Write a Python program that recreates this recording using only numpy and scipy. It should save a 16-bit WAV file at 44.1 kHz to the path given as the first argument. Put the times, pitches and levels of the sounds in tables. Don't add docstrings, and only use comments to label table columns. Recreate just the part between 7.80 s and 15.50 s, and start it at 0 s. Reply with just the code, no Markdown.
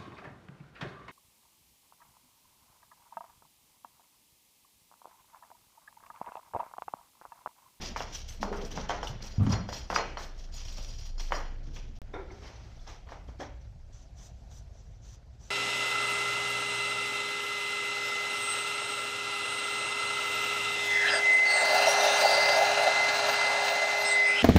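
import sys
import numpy as np
from scipy import signal
from scipy.fft import rfft, irfft, next_fast_len
from scipy.io import wavfile
from scipy.ndimage import uniform_filter1d, map_coordinates

SR = 44100
rng = np.random.default_rng(int(sys.argv[2]) if len(sys.argv) > 2 else 0)


def materialize(psi):
    bounded = np.clip(np.atleast_2d(psi).T, -1, 1)
    quanta = np.round(bounded * 32767).astype(np.int16)
    wavfile.write(sys.argv[1], SR, quanta)


def nominal_scale(level):
    x = np.asarray(level, float) / 20
    return 10 ** x


N = 339746

# (start [s], end [s])
SILENCE = (4.1879, 4.2177)
# (frequency [Hz], level [dB])
TOP_HISS = [(4710, -16), (8000, -1.5), (10400, -11.5), (11500, -7.5), (14500, -6), (15700, -22)]


def unit(x):
    return x / np.sqrt(np.mean(x ** 2) + 1e-20)


def along(points, hz):
    f, v = np.transpose(points)
    return np.interp(np.log(hz + 1), np.log(f + 1), v)


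def curves(rows):
    s, *cols = np.transpose(rows)
    return [np.interp(np.arange(N) / SR, s, c) for c in cols]


def wobble(rate):
    knots = rng.standard_normal(int(N * rate / SR) + 4)
    return map_coordinates(knots, [np.arange(N) * rate / SR])


def filtered(x, response):
    m = next_fast_len(N + SR // 2)
    return irfft(rfft(x, m) * response(np.fft.rfftfreq(m, 1 / SR)), m)[:N]


def coloured(x, spectrum):
    return filtered(x, lambda hz: nominal_scale(along(spectrum, hz)))


def modes(table):
    def response(f):
        total = 0
        for k, (centre, width, db) in enumerate(table):
            total = total + (-1) ** k * nominal_scale(db) * 1j * f * width / (centre * centre - f * f + 1j * f * width)
        return total
    return response


def muffled(x, top_hz):
    return signal.sosfilt(signal.butter(6, top_hz, fs=SR, output="sos"), x)


def grit(spread_db, clump_db):
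    size_db = spread_db * rng.exponential(size=N) + clump_db * (wobble(60) + wobble(250))
    return unit(rng.standard_normal(N) * nominal_scale(size_db))


def patchy(x, depth_db):
    z = signal.stft(x, nperseg=256)[2]
    field = uniform_filter1d(rng.standard_normal(z.shape), size=4, axis=0)
    field = uniform_filter1d(field, size=8, axis=1)
    return unit(signal.istft(z * nominal_scale(depth_db * unit(field)), nperseg=256)[1][:N])


def gesture(rise, hold, db_per_s, sag_db=0):
    t = np.arange(SR) / SR
    sag = sag_db * np.clip((t - rise) / max(hold, .002), 0, 1)
    fall_db = sag + db_per_s * np.maximum(t - rise - hold, 0)
    return np.sin(np.pi / 2 * np.clip(t / max(rise, .002), 0, 1)) ** 2 * nominal_scale(-fall_db)


def add(track, s, sound):
    part = track[round(s * SR):][:len(sound)]
    part += sound[:len(part)]


def hall():
    # (time [s], deep throb [dB], hum [dB])
    load = [(0.0, -42.5, -46), (0.32, -47.5, -48.5), (0.81, -39.5, -48.5), (1.16, -45, -45.5),
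            (1.63, -45.5, -50.5), (1.84, -54, -42), (2.51, -39.5, -50.5), (3.22, -40.5, -45),
            (3.39, -30.5, -49), (3.95, -42.5, -49), (4.42, -46, -48.5), (4.82, -77, -47), (5.0, -44.5, -50),
            (5.9, -74, -44.5), (6.0, -47, -50.5), (6.28, -59.5, -50.5), (7.03, -61, -47.5),
            (7.7, -71, -50.5)]
    # (frequency [Hz], density [dB per Hz])
    hum_spectrum = [(24, -47), (40, -0.5), (68, 0), (77, -8.5), (86, -18), (98, -3.5), (118, -11),
                    (140, -19.5), (180, -57), (310, -120)]
    # (frequency [Hz], density [dB per Hz])
    air_spectrum = [(76, -48), (130, 0.5), (202, -10), (321, -27), (479, -22), (673, -13.5), (1200, -33),
                    (2580, -35), (5880, -31.5), (7780, -39.5), (8950, -48.5), (12700, -46.5), (13200, -57),
                    (15700, -66)]
    hum_sway_db, air_db, air_sway_db = 1, -61, 1
    throb_hz, throb_sway_hz = 27, 1
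    throb_db, hum_db = curves(load) + hum_sway_db * wobble(3.24)
    noise = rng.standard_normal((3, N))
    phase = 2 * np.pi * np.cumsum(throb_hz + throb_sway_hz * wobble(8.2)) / SR
    throb = unit(np.sin(phase) * nominal_scale(0.58 * wobble(6.0)))
    hum = coloured(noise[1], hum_spectrum)
    hum /= np.sqrt(np.abs(uniform_filter1d(hum ** 2, size=SR // 4)))
    air_gain = nominal_scale(air_db + air_sway_db * wobble(3.5))
    air = air_gain * unit(coloured(patchy(noise[2], depth_db=2.2), air_spectrum))
    return nominal_scale(throb_db) * throb + nominal_scale(hum_db) * hum + air


def garage(x):
    # (frequency [Hz], t60 [s])
    decay = [(150, 0.64), (1000, 0.41), (3000, 0.62), (7000, 0.29), (14000, 0.16)]
    out, step = np.zeros(N + 2 * SR), SR // 8
    for start in range(0, N, step):
        hz, t, z = signal.stft(rng.standard_normal(SR // 2), SR, nperseg=256)
        t60 = np.maximum(along(decay, hz), .05)[:, None]
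        tail = signal.istft(z * nominal_scale(-60 * t / t60), SR, nperseg=256)[1]
        tail = tail / np.linalg.norm(tail)
        add(out, start / SR + .004, signal.fftconvolve(x[start:start + step], tail))
    return out[:N]


def rustle():
    # (start [s], rise [s], hold [s], level [dB])
    swishes = [
        (4.325, 0.011, .01, -64),
        (4.51, .008, 0.12, -63),
        (4.594, 0.089, 0.0082, -56),
        (4.717, 0.033, 0.41, -65.5),
        (5.062, 0.02, 0.016, -55.5),
        (5.265, 0.055, 0.0078, -58),
        (5.471, .01, .002, -65.5),
        (5.582, 0.027, 0.0096, -51.5),
        (5.807, .01, .002, -71),
    ]
    # (start [s], rise [s], hold [s], level [dB], top hiss against it [dB])
    puffs = [
        (6.116, 0.017, 0.097, -64, -22),
        (6.336, 0.09, 0.041, -57.5, -12),
        (6.688, 0.038, 0.059, -61, -12),
        (6.92, 0.042, 0.047, -67.5, -34),
        (7.024, 0.034, 0.11, -76, -39),
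        (7.195, 0.082, 0.065, -60.5, -16),
        (7.582, 0.038, 0.12, -60.5, -16),
    ]
    # (time [s], level [dB])
    shuffle = [(0.0, -44), (0.15, -48), (0.44, -59), (0.67, -50), (0.81, -44), (1.4, -48), (1.78, -55),
               (1.96, -56.5), (2.31, -56), (2.5, -58.5), (3.0, -55.5), (3.24, -61), (3.57, -53), (4.2, -59),
               (4.54, -53), (5.0, -63), (5.9, -64), (7.7, -64.5)]
    # (frequency [Hz], density [dB per Hz])
    cloth_spectrum = [(710, -19), (1200, -3), (1590, -1), (1760, -4), (2120, -3), (2670, -12), (3100, -8.5),
                      (3700, -7), (4020, -5), (4790, -5.5), (5900, -2.5), (8800, -33.5), (11400, -35),
                      (19400, -120)]
    # (frequency [Hz], density [dB per Hz])
    spray_spectrum = [(700, -7.5), (1060, -5), (2650, -12), (3090, -8.5), (4600, -8), (5500, -4),
                      (5980, 4.5), (6400, -3), (7300, -9), (9000, -28), (11700, -58)]
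    # (frequency [Hz], density [dB per Hz])
    shoe_spectrum = [(120, -1), (200, 2), (389, -3), (658, -6.5), (1070, -14.5), (1540, -13.5), (2780, -19),
                     (4000, -23), (5200, -25), (8800, -120)]
    swish_db_per_s, puff_db_per_s = 198, 336
    swish_top_db = -23.5
    swish, puff, hiss = np.zeros((3, N))
    cloth = [(*row, swish_top_db) for row in swishes]
    for track, rows, db_per_s in (swish, cloth, swish_db_per_s), (puff, puffs, puff_db_per_s):
        for s, rise, hold, db, top_db in rows:
            add(track, s, nominal_scale(db) * gesture(rise, hold, db_per_s))
            add(hiss, s, nominal_scale(db + top_db) * gesture(1.55 * rise, hold - rise / 2, 2.3 * db_per_s))
    scuff = nominal_scale(curves(shuffle)[0] - 2.5)
    fine = patchy(grit(spread_db=.5, clump_db=.8), depth_db=2)
    coarse = patchy(grit(spread_db=1, clump_db=1.5), depth_db=2.5)
    air = swish * unit(coloured(fine, cloth_spectrum)) + puff * unit(coloured(fine, spray_spectrum))
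    air = air + hiss * unit(coloured(fine, TOP_HISS))
    return air + scuff * unit(coloured(coarse, shoe_spectrum))


def scuffs():
    # (time [s], peak [dB], t60 [s], brightness [dB])
    contacts = [(0.014, -35.5, 0.24, -4.5), (0.961, -29, 0.073, -7), (1.593, -35, 0.37, -16),
                (1.699, -29, 0.38, -15), (2.982, -30.5, 0.053, -7.5), (3.406, -40, 0.098, -2),
                (3.961, -36, 0.071, 0.5), (5.066, -41, 0.36, -6), (5.269, -33.5, 0.051, -12),
                (5.29, -39.5, 0.22, -13.5), (5.597, -34.5, 0.17, -12.5), (0.729, -31, 0.2, -31),
                (0.801, -40, 0.11, -12), (4.62, -47, 1, -6.5)]
    dull, bright, t = np.zeros(N), np.zeros(N), np.arange(SR // 3) / SR
    for (s, db, t60, bright_db), chance in zip(contacts, rng.standard_normal((len(contacts), len(t)))):
        burst = nominal_scale(db + 5.5 - 60 * t / max(t60, .02)) * (1 - np.exp(-t / 0.006)) * chance
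        add(dull, s - .002, burst)
        add(bright, s - .002, nominal_scale(bright_db) * burst)
    return filtered(muffled(dull, 1410) + muffled(bright, 3220), lambda f: f ** 2 / (f ** 2 + 250 ** 2))


def can():
    # (time [s], peak [dB])
    hits = [
        (4.336, -31),
        (4.356, -33.5),
        (4.39, -40),
        (4.503, -44),
    ]
    # (frequency [Hz], width [Hz], level [dB])
    tin = [(373, 62, 2.5), (770, 170, -4), (970, 110, -5.5), (1360, 125, -8), (1820, 410, -15.5),
           (2170, 190, -11.5), (3600, 180, -23)]
    contact, t = np.zeros(N), np.arange(SR // 8) / SR
    for (s, db), chance in zip(hits, rng.standard_normal((len(hits), len(t)))):
        add(contact, s - .002, nominal_scale(db + 15.5 - 60 * t / 0.17) * (1 - np.exp(-t / 0.0034)) * chance)
    return filtered(contact, lambda f: modes(tin)(f) / (1 + (f / 4200) ** 8))


def bumps():
    # (time [s], peak [dB], pitch [Hz], t60 [s])
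    thuds = [(0.018, -39.5, 171.6, 0.14), (0.605, -35.5, 209.6, 1), (0.679, -32.5, 434, 0.22),
             (0.719, -22.5, 424, 0.073), (0.788, -33.5, 404, 0.17), (.83, -35.5, 480, 0.12),
             (2.1, -39, 186, 0.34), (0.97, -30, 165, 0.19), (1.301, -30, 103.3, 0.22),
             (2.152, -53, 470, 0.15), (3.879, -42.5, 151, 0.37), (3.875, -45.5, 323, 0.23),
             (4.09, -47, 209, 0.23), (4.399, -41, 363.6, 0.2), (4.519, -44.5, 397.4, 0.3),
             (5.487, -32, 107, 0.051), (5.598, -33.5, 285, 0.058), (5.61, -34.5, 553, 0.14)]
    # (time [s], peak [dB], pitch [Hz], t60 [s])
    boom = [
        (1.585, -15.5, 103.8, 0.39),
        (1.601, -20.5, 197.7, 0.16),
        (1.627, -21.5, 115.4, 0.36),
        (1.635, -19, 187.3, 0.26),
        (1.675, -16.5, 214, 0.052),
        (1.69, -33, 111, 0.14),
        (1.703, -30, 57, 0.57),
    ]
    out, t, rows = np.zeros(N), np.arange(SR // 2) / SR, [*thuds, *boom]
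    for (s, db, hz, t60), (a, b) in zip(rows, rng.uniform(0, 2 * np.pi, (len(rows), 2))):
        tone = np.sin(2 * np.pi * hz * t + 0.97 * np.sin(2 * np.pi * 17 * t + a))
        tone = tone + 0.3 * np.sin(2 * np.pi * 1.4 * hz * t + b)
        envelope = nominal_scale(db - 3.0 - 60 * t / max(t60, .03)) * (1 - np.exp(-t / 0.00096)) ** 2
        add(out, s - .004, envelope * tone)
    return out


def pings():
    # (time [s], peak
    # [dB], pitch [Hz], t60 [s])
    ticks = [(.0144, -46, 6120, 0.032), (.042, -42, 4980, 0.062), (0.204, -32, 2780, 0.031),
             (0.3347, -44, 3300, .02), (0.3476, -33.5, 6000, 0.062), (.352, -38, 3220, 0.044),
             (0.495, -38, 6200, 0.046), (.6285, -31, 4870, 0.018), (0.628, -35, 2800, 0.016),
             (.768, -44, 6200, .03), (.814, -44, 3140, 0.049), (.82, -44, 4170, 0.018),
             (.9148, -42, 5800, .04), (0.916, -35, 3100, 0.026), (.9597, -49, 6120, 0.078),
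             (1.0923, -22.5, 3130, 0.013), (1.091, -35.5, 6840, 0.023), (1.106, -20, 3230, 0.013),
             (1.231, -30, 5540, 0.024), (1.23, -33.5, 3130, 0.027), (1.271, -28, 2950, 0.03),
             (1.273, -34, 5880, 0.027), (1.4242, -41, 4880, 0.037), (1.4696, -36, 5700, 0.023),
             (1.6656, -36, 3090, 0.018), (1.695, -41, 5650, .03), (1.722, -32, 4960, 0.049),
             (1.725, -28, 5690, 0.035), (1.89, -36, 3350, 0.015), (1.923, -36, 5150, 0.017),
             (2.1014, -32, 2710, 0.02), (2.1246, -39, 4780, 0.037), (2.157, -25.5, 4880, 0.079),
             (2.145, -37, 4830, 0.07), (2.161, -27, 5660, .05), (2.101, -37, 5100, 0.025),
             (1.889, -39.5, 5100, 0.019), (2.373, -39.5, 4340, 0.045), (1.272, -32, 3550, 0.018),
             (2.3719, -29, 3100, 0.011), (2.383, -39, 5700, 0.035),
             (2.7462, -44, 5000, 0.044), (2.7477, -43, 6900, 0.027), (2.767, -36, 6700, 0.022),
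                  (2.856, -41, 3230, .02), (2.984, -41, 5560, .04), (3.029, -47, 3240, .015),
                  (3.1852, -44, 6040, 0.026), (3.3812, -35, 5160, 0.019), (3.398, -38, 3370, 0.044),
                  (3.405, -36, 4200, 0.019), (3.476, -38, 3310, .02), (3.5204, -21, 3000, 0.014),
                  (3.543, -40.5, 5030, 0.11), (3.552, -39, 5550, 0.067), (3.559, -42.5, 6800, 0.053)]
    # (time [s], peak [dB], pitch [Hz], t60 [s])
    tinks = [(4.3406, -51, 3630, 0.073), (4.4274, -58, 3600, .05), (4.503, -50, 2170, 0.053),
             (4.5152, -57.5, 6000, 0.11), (4.676, -45, 3070, 0.033), (4.995, -49, 3430, 0.022),
             (5.0744, -48, 5100, .04), (5.29, -39, 1810, 0.025), (5.3209, -50, 3050, .02),
             (5.4616, -64.5, 2730, 0.022), (5.485, -54, 3180, 0.033), (5.603, -44, 3280, 0.053),
             (5.627, -46, 3300, 0.043), (5.606, -38, 1706, 0.048), (5.8098, -61, 5920, 0.055)]
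    # (time [s], peak [dB], pitch [Hz], t60 [s], beat rate [Hz])
    rings = [(.155, -57, 4285, .4, 12), (1.728, -46, 4275, .4, 14), (1.722, -47, 5645, .3, 7),
             (2.165, -40, 4285, .22, 13), (1.81, -64, 4870, .4, 9), (.04, -49, 4870, .3, 17),
             (.03, -47, 5700, .25, 14), (3.53, -49, 5640, .3, 12), (1.715, -52, 6800, .25, 20),
             (1.735, -49, 4870, .15, 18), (2.21, -51, 5095, .2, 16), (2.2, -53, 5645, .3, 14),
             (2.16, -56, 6830, .25, 13), (3.52, -58, 4285, .6, 10), (1.945, -47, 5590, .2, 18)]
    beat_depth, waver_rad = .8, 1.3
    out, t, rows = np.zeros(N), np.arange(SR // 3) / SR, [*ticks, *tinks]
    for (s, db, hz, t60), chance in zip(rows, rng.standard_normal((len(rows), len(t)))):
        scratch = 1 + .5 * unit(uniform_filter1d(chance, size=60))
        envelope = nominal_scale(db - 60 * t / max(t60, .008)) * (1 - np.exp(-t / 0.0016))
        add(out, s - .001, envelope * scratch * np.sin(2 * np.pi * hz * t))
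    for s, db, hz, t60, beat in rings:
        swell = 1 - beat_depth * np.cos(2 * np.pi * beat * t)
        waver = waver_rad * np.sin(2 * np.pi * beat_depth * beat * t)
        envelope = nominal_scale(db - 60 * t / max(t60, .05)) * (1 - np.exp(-t / 0.002))
        add(out, s, envelope * swell * np.sin(2 * np.pi * hz * t + waver))
    return out


def knocks():
    # (time [s], peak [dB], pitch [Hz], iron ring against it [dB], splinters and echo [dB])
    hits = [(0.161, -25.5, 1090, -20, 4.5), (0.205, -26, 784, -29, 3), (0.629, -19.5, 836, -25, -2),
            (0.633, -42, 900, -30, 1), (0.65, -31.5, 795, -30, 0), (0.727, -31.5, 920, -34, 7.5),
            (0.975, -27.5, 840, -26, 5), (1.095, -21, 790, -33, 5), (1.105, -26, 940, -26, 7),
            (1.112, -26, 760, -27, -2), (1.119, -34, 870, -29, 1), (1.23, -25.5, 850, -15, 1.5),
            (1.436, -50, 960, -28, 15.5), (1.666, -33.5, 960, -14, 7), (1.725, -33, 1110, -12, 14),
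            (1.889, -28.5, 710, -21, 3.5), (1.927, -32.5, 930, -7, 4.5), (2.101, -23, 872, -23, 5.5),
            (2.104, -31.5, 960, -31, -5), (2.126, -25.5, 875, -25, -1), (2.13, -27, 786, -29, 3),
            (2.161, -15, 1260, -28, 2), (2.1641, -21.5, 1230, -31, -7), (2.176, -24, 810, -28, 2.5),
            (2.185, -25.5, 1010, -31, 7.5), (2.195, -27.5, 800, -35, 6.5), (2.371, -28.5, 970, -15.5, 6.5),
            (3.38, -48, 935, 7, 5), (3.507, -36, 800, -21, 3), (3.521, -18, 1000, -35, 3.5),
            (3.536, -33.5, 1030, -34, 3), (5.32, -35.5, 810, -20, 5.5), (5.488, -40, 450, -24, 0),
            (5.601, -32, 614, -20, -10), (5.617, -32.5, 710, -20, -7), (5.625, -33.5, 633, -20, 4.5)]
    # (frequency [Hz], level [dB], t60 [s])
    struck = [(3284, -10, .12), (4285, -4, .22), (4880, -4, .18), (5090, -5, .18), (5645, -3, .2),
              (5800, -9, .12), (6830, -6, .25)]
    # (frequency [Hz], width [Hz], level [dB])
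    wood = [(504, 510, 4), (960, 350, 7), (1340, 327, 3), (2050, 670, 0.5), (2590, 950, -3.5),
            (3300, 1100, -11)]
    splinter_rise_s, rattle_db = .003, 3
    blow_db = 19.5
    clack_echo = .15
    (dry, wet, ring, blows), t = np.zeros((4, N)), np.arange(SR // 3) / SR
    hub_hz, hub_db, hub_t60 = np.transpose(struck)[:, :, None]
    for (s, db, hz, ring_db, echo_db), chance in zip(hits, rng.standard_normal((len(hits), len(t)))):
        swell = (t / 0.00061) ** 2 * np.exp(2 - 2 * t / 0.00079)
        body = np.sin(2 * np.pi * hz * t) + 0.39 * np.sin(2 * np.pi * 1.93 * hz * t)
        body = body + 0.061 * np.sin(2 * np.pi * 3.57 * hz * t)
        add(dry, s + .0003, nominal_scale(db - 1) * swell * body)
        burst = nominal_scale(db + echo_db - 0.5 - 60 * t / 0.035) * (1 - np.exp(-t / splinter_rise_s)) * chance
        add(wet, s + 0.00125, burst)
        add(blows, s, nominal_scale([db + echo_db - 7.5]))
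        spot_db = 2.7 * chance[:len(struck), None]
        tones = nominal_scale(hub_db + spot_db - 60 * t / hub_t60) * np.sin(2 * np.pi * hub_hz * t)
        tones = tones * (1 + .6 * np.cos(2 * np.pi * (14 + 5 * spot_db) * t))
        on_hub = s < SILENCE[0]
        add(ring, s, on_hub * nominal_scale(db + ring_db - 12.0) * (1 - np.exp(-t / 0.001)) * tones.sum(axis=0))
    woody = lambda x: filtered(muffled(x, 5000), modes(wood))
    splinters = woody(wet * nominal_scale(rattle_db * wobble(180)))
    wake = clack_echo * dry + nominal_scale(blow_db) * woody(blows) + 0.38 * ring
    return dry + splinters + ring, wake


def brush():
    # (start [s], length [s], bristle level [dB], iron ring against it [dB], top hiss against it [dB])
    strokes = [(.004, 0.061, -43, 0, -19.5), (.155, 0.053, -45, -9, -20), (0.287, 0.03, -56, -18, -26),
               (0.322, 0.058, -46, -29, -19.5), (0.474, 0.053, -50.5, -17, -12.5),
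               (0.604, 0.018, -51.5, -5, -15), (0.713, 0.035, -57.5, 1, -16),
               (0.946, 0.052, -44.5, -10, -27), (1.083, 0.0063, -38, -25, -40),
               (1.226, 0.045, -50, -25, -19.5), (1.414, 0.041, -47.5, -16, -19),
               (1.493, 0.07, -62.5, 8, -22), (1.651, 0.019, -56, -6, -31), (1.684, 0.03, -47, 4.5, -18),
               (1.878, 0.016, -50.5, 1, -20), (1.917, 0.054, -45, -0.5, -16.5),
               (2.092, 0.058, -47.5, -12, -19), (2.132, 0.034, -41, -17, -32),
               (2.379, 0.059, -48.5, -21, -16), (2.572, 0.041, -55, -9, -23), (2.713, 0.57, -57, 5.5, -21),
               (3.386, 0.088, -53, -11, -16.5), (3.508, 0.064, -49.5, 2.5, -15.5),
               (3.823, 0.19, -64.5, -21, -31), (3.929, 0.039, -53.5, -5, -20)]
    # (peak time [s], peak [dB], top hiss against it [dB])
    flicks = [(0.355, -44.5, -17), (.63, -49, -16), (.769, -53, -11), (.82, -49, -16), (0.859, -46, -11),
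              (0.917, -44, -14), (1.28, -48.5, -9), (1.468, -48.5, -15), (1.726, -39, -26),
              (2.645, -65, -15), (2.748, -46.5, -12), (2.772, -59, -13), (2.805, -53, -17),
              (2.86, -52.5, -12), (2.883, -54, -13), (2.93, -50.5, -12), (2.981, -45.5, -13),
              (3.03, -55, -9), (3.048, -56, -13.5), (3.09, -49, -16), (3.135, -57, -14),
              (3.195, -44.5, -20), (3.264, -52, -13), (3.385, -54, -29), (3.408, -43.5, -18),
              (3.476, -67, -15), (4.163, -61, -15)]
    # (frequency [Hz], width [Hz], level [dB])
    iron = [(3280, 110, -12), (4280, 65, -5), (4870, 55, 1), (5095, 40, -3), (5620, 80, -1), (5800, 50, -6),
            (6830, 80, -2)]
    # (frequency [Hz], density [dB per Hz])
    bristles = [(880, -10.5), (1500, -13.5), (2450, -10), (3260, -5), (3810, -9.5), (4200, -6), (4550, -8),
                (4900, -7.5), (5770, -2), (6940, -14), (8800, -40), (11400, -33), (19400, -120)]
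    press_s, sag_db, lift_db_per_s = 0.017, 3, 494
    spring_db, spring_db_per_s = -4, 88.5
    hiss_spring_db = -13.5
    flick_s, flick_ring_db = 0.012, -9
    pressure, ringing, hiss = np.zeros((3, N))
    for s, length, db, ring_db, top_db in strokes:
        rub = gesture(press_s, length, lift_db_per_s, sag_db)
        spring = gesture(press_s, length, spring_db_per_s, sag_db)
        push = rub + nominal_scale(spring_db) * spring
        add(pressure, s, nominal_scale(db - 5) * push)
        add(ringing, s, nominal_scale(db - 7.5 + ring_db) * push)
        add(hiss, s, nominal_scale(db + top_db) * (rub + nominal_scale(hiss_spring_db) * spring))
    u = np.arange(SR // 8) / SR / flick_s
    for s, db, top_db in flicks:
        for track, rel_db in (pressure, 0), (ringing, flick_ring_db), (hiss, top_db):
            add(track, s - flick_s, nominal_scale(db - 6.0 + rel_db) * u * np.exp(1 - u))
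    slips = patchy(grit(spread_db=1.9, clump_db=2.2), depth_db=1.5)
    dust = patchy(rng.standard_normal(N), depth_db=3)
    rasp = pressure * unit(coloured(slips, bristles)) + hiss * unit(coloured(dust, TOP_HISS))
    bites = grit(spread_db=2, clump_db=2.5)
    ring_scale = np.std(filtered(bites, modes(iron)))
    ring = filtered(ringing * bites, modes(iron)) / ring_scale
    return rasp + muffled(ring, 6460)


def scene():
    scrub, thuds, tin, drags = brush() + pings(), bumps(), can(), scuffs()
    clacks, wake = knocks()
    sent = nominal_scale(-14.5) * scrub + nominal_scale(5.5) * wake + nominal_scale(-4.5) * thuds + nominal_scale(-8.0) * tin + nominal_scale(-5.0) * drags
    echo = garage(sent)
    return (scrub + rustle() + clacks + thuds + tin + drags + echo + hall())[None]


def thinned(x):
    from_hz, share_sigma = 8100, .75
    hz, _, z = signal.stft(x, SR, nperseg=1024)
    field = uniform_filter1d(rng.standard_normal(z.shape), size=3, axis=0)
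    field = unit(uniform_filter1d(field, size=9, axis=1))
    kept = (field < share_sigma) | (hz < from_hz)[:, None]
    return signal.istft(z * kept, SR, nperseg=1024)[1][:N]


def low_pass(x):
    return signal.sosfilt(signal.butter(12, 16430, fs=SR, output="sos"), x)


def record(dry):
    s = np.arange(N) / SR
    dry = filtered(thinned(dry[0]), lambda hz: hz < 15700)[None]
    stop_s, start_s = SILENCE
    stop, start = dry[0, round(stop_s * SR)], dry[0, round(start_s * SR)]
    before = (s < stop_s) * (dry + (.003 - stop) * np.exp(-np.abs(s - stop_s) / .006))
    after = (s > start_s) * (dry + (.018 - start) * np.exp(-np.abs(s - start_s) / .006))
    return low_pass(before + after)


dry = scene()
out = record(dry)
materialize(out)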